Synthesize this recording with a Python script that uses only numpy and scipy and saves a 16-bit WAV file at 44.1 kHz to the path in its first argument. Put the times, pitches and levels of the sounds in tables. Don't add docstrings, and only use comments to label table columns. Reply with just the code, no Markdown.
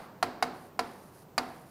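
import sys
import numpy as np
from scipy import signal
from scipy.fft import rfft, irfft, next_fast_len
from scipy.io import wavfile
from scipy.ndimage import map_coordinates

SR = 44100
rng = np.random.default_rng(int(sys.argv[2]) if len(sys.argv) > 2 else 0)


def transcribe(u):
    v = np.clip(np.atleast_2d(u).T, -1, 1)
    q = np.round(v * 32767).astype(np.int16)
    wavfile.write(sys.argv[1], SR, q)


N = 74970

# f/Hz, relative level/dB (noise shapes like this one are scaled to rms 1)
AIR_SHAPE = [(25, -23), (60, -11.5), (95, -3.5), (130, 1), (180, 2.5), (300, -3), (600, -4.5), (1000, -9.5),
             (2000, -22.5), (4000, -28.5), (10000, -32.5), (16000, -32)]
AIR_DB = -54.5
HUM_HZ, HUM_DB = 90.8, -71
WHINE_HZ, WHINE_DB = 13744, -75

# start/s, end/s, level/dB
STROKES = [(-.02, 0.067, -64.5), (.25, 0.382, -78), (0.533, .69, -64.5), (0.837, 1.108, -64),
           (1.125, 1.238, -62.5), (1.405, 1.641, -64), (1.657, 1.72, -64)]
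# f/Hz, relative level/dB
GLIDE_SHAPE = [(1000, 6.5), (3000, -7), (4700, -0.5), (6000, -2.5), (7300, -3), (8600, -4.5), (9400, 6.5),
               (10200, -1), (11600, 1.5), (13000, -5), (16000, -15)]
GLIDE_FADE_S, GLIDE_ROUGH_DB = 0.034, 1.5

# f/Hz, relative level/dB
ROOM_SHAPE = [(40, -14), (130, -9), (260, -0.5), (550, -3.5), (740, -1), (1100, -3.5), (2000, -12),
              (3200, -20), (4700, -17), (6200, -27.5), (10000, -27.5), (16000, -31)]
# f/Hz, t60/s
ROOM_T60 = [(150, 0.75), (700, 0.84), (2000, 0.76), (5000, 0.6), (12000, 0.24)]
ROOM_DB, ROOM_RISE_S = -38, 0.0027
EARLIER_TAP_S = -0.11
WALL_S, WALL_DB = 0.015, -15

# f/Hz, level/dB (before the scatter), t60/s
PEN_MODES = [(3866, -34, .03), (4210, -29, 0.022), (4520, -24, 0.021), (4826, -23.5, 0.025),
             (4720, -43, 0.046)]
PEN_DELAY_S, PEN_RISE_S = 0.001424, 0.00086
# f/Hz, relative level/dB
CRACK_SHAPE = [(1000, -22), (2500, 3), (3500, -5.5), (4000, 3.5), (5100, 2.5), (5700, -4), (7600, -7),
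               (8400, -17.5), (9500, -6), (10200, -11), (11700, -6.5), (13000, -17), (16000, -23)]
# f/Hz, t60/s
CRACK_T60 = [(2000, 0.038), (5000, 0.045), (9000, 0.05), (13000, 0.025), (16000, .018)]
CRACK_DB, CRACK_RISE_S = -28, 0.00075
SNAP_DB, SNAP_T60_S, SNAP_LOW_HZ = -22.5, 0.0051, 6100

# f/Hz, level/dB (before the scatter and each tap's ring level), t60/s
PANEL_MODES = [(251.7, -38.5, 0.55), (302.4, -48.5, 0.4), (367, -46, 0.71), (463.7, -37, 0.26),
               (697, -39, 0.57), (755, -41.5, 0.59), (1015, -41, 0.22), (1218, -67, 0.31),
               (1354, -39.5, .2), (1630, -41, 0.083), (1900, -75, 0.051), (2146, -34, 0.072)]
# f/Hz, relative level/dB
SCATTER_SHAPE = [(100, -13), (500, -16), (750, 9), (1200, 4), (2200, -3.5), (3200, -11), (8000, -24)]
SCATTER_DB, SCATTER_T60_S, SCATTER_RISE_S = -25.5, 0.064, 0.0029
MODE_SCATTER_DB = 2.5
BLUR_HZ, BLUR_RAD = 24.7, 1

# f/Hz, level/dB (before KNOCK_DB)
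KNOCK_SHAPE = [(40, -24), (200, -12.5), (480, -11), (720, 9), (1050, 4), (1500, -1.5), (2200, -7),
               (3100, -18.5), (5000, -48.5), (15000, -77)]
KNOCK_DB = 9.5
RETURN_GAINS = (0.82, 0.41)
# t/s, level/dB, rattle/dB, panel ring/dB, first edge return/ms, second edge return/ms
TAPS = [(0.2273, 0, 0, -1, 2.87, 4.44), (0.4254, 0.17, 0, 1.5, 2.687, 4.12),
        (0.792, -2, -0.5, 0, 2.8, 5.76), (1.3795, 0, 2.5, -2, 3.33, 4.04)]

BALANCE_DB = -1.29
TOP_HZ = 15750


def amp(db):
    return 10 ** (np.asarray(db) / 20)


def unit(x):
    return x / np.sqrt(np.mean(x ** 2) + 1e-20)


def along(points, hz):
    f, value = np.transpose(points)
    return np.interp(np.log(hz + 1), np.log(f + 1), value)


def filtered(x, response):
    size = next_fast_len(N + SR // 2)
    gains = response(np.fft.rfftfreq(size, 1 / SR))
    return irfft(rfft(x, size) * gains, size)[..., :N]


def noise(spectrum):
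    return unit(filtered(rng.standard_normal(N), lambda hz: amp(along(spectrum, hz))))


def pulse(spectrum, size=4096):
    level = amp(along(spectrum, np.fft.rfftfreq(size, 1 / SR)))
    cepstrum = irfft(np.log(level))
    cepstrum[1:size // 2] *= 2
    cepstrum[size // 2 + 1:] = 0
    return irfft(np.exp(rfft(cepstrum)))


def onset(rise):
    return 1 - np.exp(-np.arange(N) / SR / rise)


def fade(t60, rise):
    return np.exp(-np.log(1000) * np.arange(N) / SR / t60) * onset(rise)


def dying(spectrum, t60s):
    hz, t, grid = signal.stft(noise(spectrum), SR, nperseg=128)
    decay = np.exp(-np.log(1000) * t / along(t60s, hz)[:, None])
    return signal.istft(grid * decay, SR)[1][:N]


def wobble(rate_hz):
    return map_coordinates(rng.standard_normal(1000), [np.arange(N) * rate_hz / SR], mode="mirror")


def ring(modes, rise):
    t = np.arange(N) / SR
    out = np.zeros(N)
    for hz, db, t60 in modes:
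        level = amp(db + MODE_SCATTER_DB * rng.standard_normal())
        wander = BLUR_RAD * wobble(BLUR_HZ) * (1 - np.exp(-t * BLUR_HZ))
        tone = np.sin(2 * np.pi * hz * t + wander)
        out += level * fade(t60, rise) * tone
    return out


def at(s, x):
    k = round(s * SR)
    return np.pad(x, (max(k, 0), N))[max(-k, 0):][:N]


def room_tone():
    t = np.arange(N) / SR
    air = noise(AIR_SHAPE)
    hum = unit(filtered(rng.standard_normal(N), lambda hz: np.exp(-((hz - HUM_HZ) / 4) ** 2)))
    whine = np.sqrt(2) * np.sin(2 * np.pi * WHINE_HZ * t)
    return amp(AIR_DB) * air + amp(HUM_DB) * hum + amp(WHINE_DB) * whine


def room():
    return amp(ROOM_DB) * dying(ROOM_SHAPE, ROOM_T60) * onset(ROOM_RISE_S)


def glide():
    t = np.arange(N) / SR
    level = np.zeros(N)
    for start, end, db in STROKES:
        inside = np.minimum(t - start, end - t)
        level += amp(db) * np.clip(inside / GLIDE_FADE_S + 0.5, 0, 1)
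    grip = unit(filtered(rng.standard_normal(N), lambda hz: hz < 120))
    return level * amp(GLIDE_ROUGH_DB * grip) * noise(GLIDE_SHAPE)


def pen():
    bright = unit(filtered(noise(CRACK_SHAPE), lambda hz: hz > SNAP_LOW_HZ))
    snap = amp(SNAP_DB) * bright * fade(SNAP_T60_S, CRACK_RISE_S)
    crack = amp(CRACK_DB) * dying(CRACK_SHAPE, CRACK_T60) * onset(CRACK_RISE_S)
    barrel = at(PEN_DELAY_S, ring(PEN_MODES, PEN_RISE_S))
    return snap + crack + barrel


def panel(ring_db):
    tones = -amp(ring_db) * ring(PANEL_MODES, rise=0.0017)
    shudder = amp(SCATTER_DB) * noise(SCATTER_SHAPE) * fade(SCATTER_T60_S, SCATTER_RISE_S)
    return tones + shudder


def knock(returns_ms):
    def paths(hz):
        total = 1
        for gain, ms in zip(RETURN_GAINS, returns_ms):
            total = total + gain * np.exp(-2j * np.pi * hz * ms / 1000)
        return total
    return -amp(KNOCK_DB) * filtered(pulse(KNOCK_SHAPE), paths)


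def taps():
    out = at(EARLIER_TAP_S, room())
    for s, db, rattle_db, ring_db, *returns_ms in TAPS:
        blow = knock(returns_ms)
        direct = blow + panel(ring_db) + amp(rattle_db) * pen()
        wall_echo = amp(WALL_DB) * at(WALL_S, blow)
        out = out + at(s, amp(db) * (direct + wall_echo + room()))
    return out


def scene():
    mono = room_tone() + glide() + taps()
    return mono * amp([[BALANCE_DB / 2], [-BALANCE_DB / 2]])


def record(dry):
    return filtered(dry, lambda hz: np.clip((TOP_HZ - hz) / 500 + 0.5, 0, 1))


dry = scene()
out = record(dry)
transcribe(out)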